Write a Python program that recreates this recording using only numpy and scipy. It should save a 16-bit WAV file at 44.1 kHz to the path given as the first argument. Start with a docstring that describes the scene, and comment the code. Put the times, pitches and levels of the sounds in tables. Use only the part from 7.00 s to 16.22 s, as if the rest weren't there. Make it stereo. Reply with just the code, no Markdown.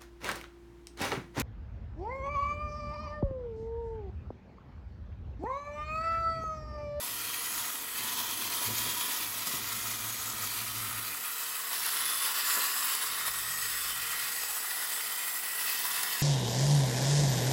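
"""A whirring tin rattle: a toy truck's battery motor turns loose gears that shake its sheet-metal body.
Every few seconds the gears run slack, then take up a load: the motor sags, the rattle throbs, panels sing.
The wheels drum on a table until a hand takes hold, then slides the toy.
Loose parts clack, thin high whistles come and go, a dry bearing squeaks.
A stereo microphone moves from beside the truck to close in front, in a small room."""
import sys
import numpy as np
from scipy import signal
from scipy.fft import rfft, irfft, next_fast_len
from scipy.io import wavfile
from scipy.ndimage import uniform_filter1d

SR = 44100
rng = np.random.default_rng(int(sys.argv[2]) if len(sys.argv) > 2 else 0)


def dump(signal):
    """Clip the signal to [-1, 1] and save it as 16-bit WAV at the path in sys.argv[1]."""
    limited = np.clip(np.atleast_2d(signal).T, -1, 1)
    pcm = np.round(limited * 32767).astype(np.int16)
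    wavfile.write(sys.argv[1], SR, pcm)


N = 406602
TIME = np.arange(N) / SR
FFT_SIZE = next_fast_len(N, True)
FREQS = np.fft.rfftfreq(FFT_SIZE, 1 / SR)


def amp(db):
    return 10 ** (np.asarray(db) / 20)


def unit_rms(x):
    return x / np.sqrt(np.mean(x ** 2) + 1e-20)


def over_time(rows, column=1):
    """Time-table column at every sample."""
    rows = np.array(rows)
    return np.interp(TIME, rows[:, 0], rows[:, column])


def over_hz(rows, hz, column=1):
    """Spectrum-table column, interpolated in log frequency."""
    rows = np.array(rows)
    return np.interp(np.log(hz + 1), np.log(rows[:, 0] + 1), rows[:, column])


def colour(x, gain):
    """Filter by a gain given at FREQS."""
    return irfft(rfft(x, FFT_SIZE) * gain, FFT_SIZE)[..., :N]


def bell(hz, width_hz):
    """Response of one resonance."""
    return 1 / (1 + (2 * (FREQS - hz) / width_hz) ** 2)


def wander(rate_hz):
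    """Low-passed noise, rms 1."""
    return unit_rms(colour(rng.standard_normal(N), bell(0, 2 * rate_hz)))


def ramp(at_s, edge_s):
    """Rise from 0 to 1, centred on at_s."""
    return np.clip((TIME - at_s) / edge_s + .5, 0, 1)


def arch(start_s, end_s):
    """Sample span, progress through it, and a rounded swell."""
    span = slice(*np.searchsorted(TIME, [start_s, end_s]))
    progress = (TIME[span] - start_s) / (end_s - start_s)
    return span, progress, np.sqrt(abs(np.sin(np.pi * progress)))


def balance(left_minus_right_db):
    return amp(np.array([[.5], [-.5]]) * left_minus_right_db)


def add(mix, at_s, sound):
    part = mix[..., round(at_s * SR):][..., :sound.shape[-1]]
    part += sound[..., :part.shape[-1]]


def resonate(x, hz, width_hz):
    """Unity-gain resonance following the curve hz."""
    phasor = np.exp(2j * np.pi * np.cumsum(hz) / SR)
    pole = np.exp(-np.pi * width_hz / SR)
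    return 2 * (phasor * signal.lfilter([1 - pole], [1, -pole], x / phasor)).real


# Spells under load (start [s], end [s], slack before [s], lift [dB], throb [Hz])
LOAD_SPELLS = [(.96, 2.25, .18, 2, 8.6), (4.719, 6.2, 0.89, 2, 7.4), (8.6, 9.4, 0.4, 1, 7.25)]
# Gears catching (middle [s], length [s], lift [dB])
GEAR_CATCHES = [(0.472, 0.055, 1.5), (0.614, 0.25, 1.8), (0.99, 0.055, 0), (1.2, 0.073, 1.5),
                (1.615, 0.16, 1.5), (1.82, 0.25, 1.8), (2.105, 0.35, 0.5), (2.516, 0.13, 3),
                (2.88, 0.088, 1.6), (3.436, 0.087, 2), (3.582, 0.15, 2.5), (5.264, 0.12, 1.5),
                (5.56, 0.27, 2.5), (5.89, 0.34, 0.3), (6.28, 0.051, 4), (8.681, 0.068, 1.5)]


def gear_load(engage_s=.05, first_crest_s=.12, throb_db=.86, free_throb_db=.19, free_throb_hz=7.6):
    """Gears slacken, engage and catch: load and slack (0 to 1), and the rattle's lift."""
    load, slack, effort_db = np.zeros((3, N))
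    for start, end, slack_s, lift_db, throb_hz in LOAD_SPELLS:
        engaged = ramp(start, engage_s) - ramp(end, engage_s)
        throb = np.cos(2 * np.pi * throb_hz * (TIME - start - first_crest_s))
        load += engaged
        slack += ramp(start - slack_s, engage_s) - ramp(start, engage_s)
        effort_db += engaged * (lift_db + throb_db * throb)
    effort_db += (1 - load) * free_throb_db * np.cos(2 * np.pi * free_throb_hz * (TIME - 6.5))
    for middle_s, length_s, lift_db in GEAR_CATCHES:
        effort_db += lift_db * np.cos(np.pi * np.clip((TIME - middle_s) / length_s, -.5, .5))
    return load, slack, effort_db


def tin_ring(ring_t60_s=.023, room_t60_s=.31, room_db=-21):
    """Two paths from one contact: dense sheet-metal ring, then the room; spectrum flattened."""
    t = np.arange(SR // 5) / SR
    decay = amp(-60 * t / ring_t60_s) + amp(room_db - 60 * t / room_t60_s)
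    spectrum = rfft(rng.standard_normal((2, len(t))) * decay)
    return irfft(spectrum / np.sqrt(uniform_filter1d(abs(spectrum) ** 2, size=24, axis=1)))


def gears(turns, contacts=5, teeth=12, uneven_db=5.2, flutter_db=2, timbre_db=9, creep_hz=.9):
    """Teeth strike early or late at loose contacts, each creeping between two ringing spots."""
    out, clumps_db = np.zeros((2, N)), -.06 * wander(30)
    # Contacts share out the spectrum and, in slowly shifting parts, the load.
    ripple = FREQS / rng.uniform(1660, 8200, (contacts, 1)) + rng.random((contacts, 1))
    timbres = amp(timbre_db * np.sin(2 * np.pi * ripple))
    timbres /= np.linalg.norm(timbres, axis=0)
    shares = amp(1.07 * np.array([wander(2.8) for _ in range(contacts)]))
    shares /= np.linalg.norm(shares, axis=0)
    for k in range(contacts):
        teeth_passed = teeth * turns / (1 + k / 3) + .25 * wander(500)
        strikes = np.diff(np.floor(teeth_passed), prepend=0) > 0
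        eccentric_db = .85 * np.sin(2 * np.pi * (turns / (1 + k) + rng.random()))
        force_db = uneven_db * np.minimum(rng.standard_normal(N), 2) + flutter_db * wander(40)
        blows = unit_rms(strikes * amp(force_db + eccentric_db + clumps_db)) * shares[k]
        chance = rng.uniform(-1, 1, N)
        creep = np.sin(2 * np.pi * (creep_hz * (.5 + rng.random()) * TIME + rng.random()))
        for spot in chance < creep, chance >= creep:
            out += signal.oaconvolve(colour(blows * spot, timbres[k])[None], tin_ring(), axes=1)[:, :N]
    return unit_rms(out)


def motor_buzz(turns, drift_db=3):
    """The same roughness passes every shaft turn: a wavering stack of harmonics."""
    grid, orders = np.linspace(0, 1, 2048), np.arange(7, 108)[:, None]
    shapes = [np.cos(2 * np.pi * (orders * grid + rng.random(orders.shape))).sum(0) for _ in range(2)]
    buzz = [np.interp(turns % 1, grid, shape) * amp(drift_db * wander(2.6)) for shape in shapes]
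    return unit_rms(np.array(buzz))


# Left-right likeness (frequency [Hz], correlation [-1 to 1])
MIC_CORRELATION = [(100, 0.72), (700, 0.84), (1200, 0.79), (2000, 0.086), (3500, 0.011), (15000, 0.016)]


def mic_pair(x, lag_s=.0001):
    """Two unrelated signals blend at the microphone ports; the right one lags."""
    angle = np.arccos(np.clip(over_hz(MIC_CORRELATION, FREQS), -1, 1)) / 2
    mid, side = colour(x[0], np.cos(angle)), colour(x[1], np.sin(angle))
    return np.array([mid + side, colour(mid - side, np.exp(-2j * np.pi * FREQS * lag_s))])


def table_echo(x, echo_db=-11, delay_s=.0019, drift_s=.00009):
    """The table mirrors the treble; the notches slide as the hand-held microphone drifts."""
    treble = colour(x, 1 - bell(0, 7900))
    paths = [np.interp(TIME - delay_s - drift_s * colour(wander(.49), bell(0, 2.6)), TIME, port)
             for port in treble]
    return (x + amp(echo_db) * np.array(paths)) / np.sqrt(1 + amp(echo_db) ** 2)


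# Microphone path (time [s], position [0 side, 1 front])
MIC_PATH = [(0, 0.32), (3.3, 0.32), (4.4, 0.57), (4.9, 0.88), (6.3, 0.93), (9.2, 0.79)]
# Microphone sway (time [s], left minus right [dB])
MIC_SWAY = [(0, -4), (2.7, -2.5), (3.4, -4), (4.7, -1.2), (6.7, 0), (8.2, -2.5), (9.2, 0)]
# Broad body radiation (frequency [Hz], side [dB], front [dB])
RADIATION = [(60, -55, -73), (386, -19, -11), (584, -14.5, -15.5), (823, -25.5, -12.5), (890, -3.5, -11.5),
             (1600, -12, -6.5), (2380, -4.5, -3), (3380, -1.5, 1), (5300, -4, -1.5), (6520, -4, -6),
             (10080, -11, -12), (11520, -3.5, -5.5), (14100, -4, -6), (15500, -4, -1)]
# Panel resonances and gaps (frequency [Hz], width [Hz], side lift [dB], front lift [dB])
PANEL_MODES = [(708, 120, 19.5, 3), (978, 69, 8, 5), (1120, 38, 10.5, 1), (1260, 89, 11.5, 4),
               (1397, 107, 6, 5.5), (1470, 66, 7, 3.5), (1620, 120, 8, 0.5), (1923, 160, 10, 5.5),
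               (2180, 220, 3.5, -2.5), (2390, 110, 6, -1.5), (2604, 190, 2.5, 3), (2780, 120, -3, -0.5),
               (3070, 73, 3, 5), (3330, 94, 5, -5), (3460, 120, 0, 2.5), (4050, 280, 0.5, -1.5),
               (4760, 200, 1, 4), (5110, 120, -2, 6.5), (5650, 300, -1, 1.5), (6100, 220, -0.5, -1),
               (6340, 230, 1.5, 1), (6770, 280, 4, -2.5), (7500, 130, 5, -0.5), (7600, 2200, -6.5, -0.5),
               (7960, 190, 5, 6), (8270, 740, 4.5, 3), (8900, 300, -6, 3), (9280, 220, 3, 1),
               (10790, 200, 0, 5), (10950, 210, 6.5, 7.5), (12100, 420, 0, 3), (15500, 300, 4, -3)]
# Body's left minus right (frequency [Hz], side [dB], front [dB])
BODY_BALANCE = [(503, 11, 3), (805, 5, -5), (1280, 8, -5.5), (1425, 8, 6), (1920, -2.5, 9),
                (2390, 7.5, 3.5), (2900, 5, 10.5), (4200, 2, 0.5), (5270, 3.5, 6), (5800, 7, -1),
                (7340, 11, 16.5), (8200, 5, -2), (12500, 4.5, 2), (15500, 6, -4)]
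# Ring, clatter, rasp, sizzle, fizz
# (upper edge [Hz], side gain [dB], front gain [dB], load change [dB], slack change [dB])
BODY_BANDS = [(2285, -10.5, -10, -1.1, -0.84), (5340, -8.5, -9, 1, -1.26), (7380, -11, -17.5, 1, -3.5),
              (12440, -6, -5, -0.95, -0.64), (20200, -7.5, -5, 1.3, 0.5)]


def tin_body(drive, load, slack, front, shiver_db=.78):
    """Panels colour the rattle by listening angle; load and slack shift the tone."""
    out = np.zeros((2, N))
    lowpasses = [1 / (1 + (FREQS / edge_hz) ** 12) for edge_hz, *_ in BODY_BANDS]
    bands = np.diff(lowpasses, axis=0, prepend=0)
    for view, share in enumerate([1 - front, front]):
        panels_db = sum(lift_db[view] * bell(hz, width) for hz, width, *lift_db in PANEL_MODES)
        shell_db = over_hz(RADIATION, FREQS, view + 1)
        gain = amp(shell_db + panels_db) * balance(over_hz(BODY_BALANCE, FREQS, view + 1))
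        for band, (_, *view_db, load_db, slack_db) in zip(bands, BODY_BANDS):
            tone_db = view_db[view] + load_db * load + slack_db * slack + shiver_db * wander(19)
            out += share * unit_rms(colour(drive, gain * band)) * amp(tone_db)
    return swelling_bands(shimmer(out), load, front) * balance(over_time(MIC_SWAY))


# Narrow-mode fluctuation (frequency [Hz], rms depth [dB])
SHIMMER_DEPTH = [(900, 0.8), (2600, 2.3), (9000, 2.6), (12000, 2)]


def shimmer(x):
    """Countless narrow modes of thin tin come and go."""
    hz, _, spectra = signal.stft(x, SR, nperseg=2048)
    modes = rng.standard_normal(spectra.shape)
    for _ in range(2):
        modes = uniform_filter1d(uniform_filter1d(modes, size=3, axis=1), size=8, axis=2)
    depth_db = over_hz(SHIMMER_DEPTH, hz)[:, None]
    excess_power_db = depth_db ** 2 * np.log(10) / 20
    return signal.istft(spectra * amp(depth_db * unit_rms(modes) - excess_power_db), SR)[1][:, :N]


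# Panels under load (frequency [Hz], width [Hz], side lift [dB], front lift [dB])
STRAINED_MODES = [(935, 120, 6.5, 0), (1090, 77, 0.5, 3.5), (1710, 100, 4, 2), (3140, 100, 5.5, -2),
                  (3600, 240, 2.5, -0.5), (4380, 270, 0.5, 2)]
# Passing bands (start [s], end [s], from [Hz], to [Hz], width [Hz], left lift [dB], right lift [dB])
GLIDING_BANDS = [(0, .8, 10980, 11030, 130, 7, 3), (0, .6, 3200, 3130, 90, 3, 8),
                 (.45, 0.86, 6900, 6800, 300, 6, 2), (.97, 1.2, 3135, 3100, 60, 6, 7.5),
                 (1, 1.5, 3300, 3310, 50, 7, 6), (1.05, 1.32, 995, 985, 70, 6, 8),
                 (1.5, 2.4, 11100, 11200, 200, 6, 6), (1.7, 2.1, 3290, 3360, 60, 6, 6),
                 (2.6, 3.4, 6850, 6700, 300, 6.5, 0), (3.4, 3.5, 6800, 6650, 300, 6, 5),
                 (3.1, 4.7, 1240, 1290, 200, 3.5, 2.5), (4.4, 7.3, 1100, 1150, 110, 9.5, 7),
                 (6.3, 9.8, 1905, 1968, 60, 6, 6.5), (4.6, 5.9, 3470, 3470, 80, 5, 1.5),
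                 (4.7, 5.3, 10950, 10920, 220, 6, 6), (4.8, 5.3, 5180, 5220, 80, 4, -2),
                 (5.2, 5.5, 1060, 1027, 87, 5.5, 5.5), (5.3, 6.1, 4700, 4600, 100, 2, 1),
                 (5.47, 5.8, 1390, 1400, 1107, 1.5, 4), (5.4, 6, 7550, 7850, 260, 6, -6),
                 (5.65, 6.2, 10900, 10720, 250, 6, 3), (6.25, 6.6, 8930, 8800, 130, -1, 7),
                 (6.8, 7.6, 8740, 8450, 99, 3, 6), (7.1, 7, 975, 970, 90, 5, 7),
                 (7.9, 8, 8200, 8400, 201, 2, 10), (7.3, 9.2, 15350, 15550, 300, 1.5, 6),
                 (7, 11, 780, 780, 160, 5, 5), (8.499, 9.7, 2665, 2676, 100, 6, 8),
                 (8.62, 9.4, 970, 980, 80, 4.5, 5), (6.25, 7.05, 980, 970, 260, -3.5, -3.5),
                 (8.55, 9.4, 1930, 1950, 170, 3, 3), (0, .75, 985, 980, 90, 3, 3)]


def swelling_bands(x, load, front, flutter_db=1.5):
    """Narrow bands of the rattle swell or dull, some with load, others gliding."""
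    out, flutter = x.copy(), amp(flutter_db * wander(90))
    for hz, width_hz, side_db, front_db in STRAINED_MODES:
        lift = load * (amp(side_db + (front_db - side_db) * front) - 1)
        out += lift * flutter * signal.lfilter(*signal.iirpeak(hz, hz / width_hz, SR), x)
    for start, end, from_hz, to_hz, width_hz, left_db, right_db in GLIDING_BANDS:
        span, progress, swell = arch(start, end)
        lift = swell * (amp([[left_db], [right_db]]) - 1)
        hz = from_hz + (to_hz - from_hz) * progress
        out[:, span] += lift * flutter[span] * resonate(x[:, span], hz, width_hz)
    return out


# Rotor harmonics (order [x shaft speed], side [dB], front [dB], load change [dB])
HUM_HARMONICS = [(1, -80, -77.5, 3.5), (3, -68, -66.5, 2), (5, -67.5, -70.5, 2.5)]


def motor_hum(turns, load, front, waver_db=3, jitter_cycles=.042):
    """Low, rough hum of the unbalanced rotor."""
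    out = np.zeros(N)
    for order, side_db, front_db, load_db in HUM_HARMONICS:
        db = side_db + (front_db - side_db) * front + load_db * load + waver_db * wander(11)
        out += amp(db) * np.sin(2 * np.pi * (order * turns + jitter_cycles * wander(33)))
    return np.sqrt(2) * out


# Wheel drumming spectrum (frequency [Hz], relative level [dB])
DRUM_SPECTRUM = [(30, -25), (90, -6), (170, -3), (236, 6.5), (300, 6), (450, 0), (600, -5), (900, -8),
                 (2000, -49)]
# Chassis pressing on the table (start [s], release [s], boom level [dB])
CHASSIS_PRESSES = [(0.09, 0.62, -66), (0.955, 1.54, -62), (1.66, 1.72, -46), (1.79, 1.837, -48.5),
                   (2.181, 2.4, -58), (2.56, 3.76, -54), (3.76, 3.988, -50), (4.816, 5, -74),
                   (6.1, 6.387, -65.5), (6.401, 7.02, -63), (7.05, 7.45, -79)]


def wheels_on_table(load, grip_s=4.2, boom_hz=110, fade_db_per_s=132):
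    """Wheels shake the table: drumming, a booming mode, deep rumble. A hand takes the weight off."""
    held = ramp(grip_s, .15)
    presses = [amp(db - fade_db_per_s * np.maximum(TIME - release, 0)) * ramp(start, .04)
               for start, release, db in CHASSIS_PRESSES]
    press = (amp(-81.5) + np.max(presses, axis=0)) * amp(.7 * wander(13))
    shake = mic_pair(rng.standard_normal((2, N))) * amp(.36 * wander(30))
    rolling = np.hypot(amp(-57 - 8.5 * held + 4 * load), amp(-10) * press)
    drumming = unit_rms(colour(shake, amp(over_hz(DRUM_SPECTRUM, FREQS)))) * rolling
    phase = 2 * np.pi * (boom_hz * TIME + .11 * wander(4.2))
    mode = unit_rms(np.sin(phase)) + .61 * unit_rms(colour(shake, bell(boom_hz, 19)))
    octave_buzz = (1 - held) * amp(-7) * unit_rms(np.sin(2 * phase) * amp(4.1 * wander(26)))
    boom = (unit_rms(mode) + octave_buzz) * press
    slide_gain, judder = hand_slide(shake)
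    rumble_gain = amp(-78) + amp(-76) * (1 - held) + amp(-16) * press + slide_gain
    rumble = unit_rms(colour(shake, bell(49.5, 38) ** 2)) * rumble_gain
    return drumming + boom + rumble + judder


# Chassis knocks (time [s], relative peak [dB], centre [Hz], t60 [s])
CHASSIS_BUMPS = [(0.271, -39, 226, 0.23), (1.617, -29.5, 382, 0.089), (1.686, -28.5, 215, 0.32),
                 (1.86, -26, 225, 0.19), (2.467, -31, 258, 0.24), (2.536, -30, 170, 0.49),
                 (5.569, -28, 400, 0.2), (6.275, -35, 413, 0.074)]


def chassis_bumps(gain_db=-8):
    """The chassis knocks dully on the table."""
    out, t = np.zeros(N), np.arange(SR // 4) / SR
    for at_s, db, hz, t60_s in CHASSIS_BUMPS:
        band = signal.butter(2, [hz / 2, hz * 2], "band", fs=SR, output="sos")
        knock = signal.sosfilt(band, rng.standard_normal(len(t)) * amp(-60 * t / t60_s))
        add(out, at_s, amp(db + gain_db) * knock / abs(knock).max())
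    return out


# Hard single blows (time [s], relative peak [dB])
TIN_CLACKS = [(1.8624, -22), (2.011, -12), (2.471, -13), (2.575, -26), (4.7553, -19), (4.8635, -15),
              (5.055, -14), (5.95, -13), (6.275, -18), (7.434, -14), (7.976, -18), (9.032, -10.5)]


def clacks(gain_db=-4):
    """Loose parts snap against the tin."""
    out = np.zeros((2, N))
    for at_s, db in TIN_CLACKS:
        ring = tin_ring(ring_t60_s=.032)
        add(out, at_s, amp(db + gain_db) * ring / abs(ring).max())
    return out


# High tones (start [s], end [s], from [Hz], to [Hz], left [dB], right [dB])
THIN_WHISTLES = [(5.748, 6.147, 8070, 8000, -47, -50), (6.3, 6.953, 8000, 7910, -41.5, -45),
                 (6.35, 6.95, 5240, 5180, -46, -58), (7.1, 7.85, 7950, 7860, -42, -53),
                 (8.05, 8.65, 8340, 8390, -55, -45), (7.699, 8.0, 5150, 5090, -48, -50),
                 (7.4, 7.8, 14830, 14920, -55, -45)]


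def thin_whistles(jitter_hz=45, flutter_db=1):
    """Thin high whistles swell, glide and fade."""
    out = np.zeros((2, N))
    detune_hz, flutter = jitter_hz * wander(70), unit_rms(amp(flutter_db * wander(45)))
    for start, end, from_hz, to_hz, left_db, right_db in THIN_WHISTLES:
        span, progress, swell = arch(start, end)
        phase = 2 * np.pi * np.cumsum(from_hz + (to_hz - from_hz) * progress + detune_hz[span]) / SR
        tone = np.sqrt(2) * np.array([np.sin(phase), np.cos(phase)])
        out[:, span] += amp([[left_db], [right_db]]) * swell * flutter[span] * tone
    return out


# Bearing squeal (time [s], pitch [Hz], level [dB])
SQUEAK_GLIDE = [(5.836, 15160, -58), (5.843, 14800, -35), (5.853, 14450, -34), (5.86, 14180, -28),
                (5.876, 14150, -52)]


def bearing_squeak(jitter_hz=170):
    """A dry bearing gives a short, rough, falling squeal."""
    sounding = (TIME > SQUEAK_GLIDE[0][0]) & (TIME < SQUEAK_GLIDE[-1][0])
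    hz = over_time(SQUEAK_GLIDE) + jitter_hz * wander(500.2)
    return sounding * amp(over_time(SQUEAK_GLIDE, 2)) * np.sin(2 * np.pi * np.cumsum(hz) / SR)


def hand_slide(shake, start_s=6.22, end_s=7.66, judder_hz=159):
    """A hand slides the toy: an early-peaking rumble gain, and the wheels' judder."""
    progress = np.clip((TIME - start_s) / (end_s - start_s), 0, 1)
    gain = amp(-64) * np.sin(np.pi * progress ** .46)
    judder = unit_rms(colour(shake, bell(judder_hz, 40) ** 2)) * amp(-2.5) * gain
    return gain, judder


def scene(motor_hz=151.08, sag_hz=5, drift_hz=2.5, buzz_db=-8, rattle_db=-33.5, nearer_db=2.5):
    """One shaft drives gears, buzz and hum; load slows it and hardens the rattle."""
    load, slack, effort_db = gear_load()
    front = over_time(MIC_PATH)
    shaft_hz = motor_hz - sag_hz * load + drift_hz * wander(1.2)
    turns = np.cumsum(shaft_hz * (1 + .003 * wander(25))) / SR
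    drive = unit_rms(gears(turns) + amp(buzz_db) * motor_buzz(turns))
    force = amp(rattle_db + nearer_db * front + effort_db + .29 * wander(2.5))
    drive += clacks() / force  # clacks stay independent of the force
    rattle = force * tin_body(table_echo(mic_pair(drive)), load, slack, front)
    hum = motor_hum(turns, load, front)
    table = (wheels_on_table(load) + chassis_bumps()) * balance(2.6)
    return rattle + hum + table + bearing_squeak() + thin_whistles()


def record(dry, cutoff_hz=15850):
    """Steep low-pass."""
    lowpass = signal.firwin(801, cutoff_hz, window=("kaiser", 9), fs=SR)
    return signal.oaconvolve(dry, lowpass[None], "same")


dry = scene()
out = record(dry)
dump(out)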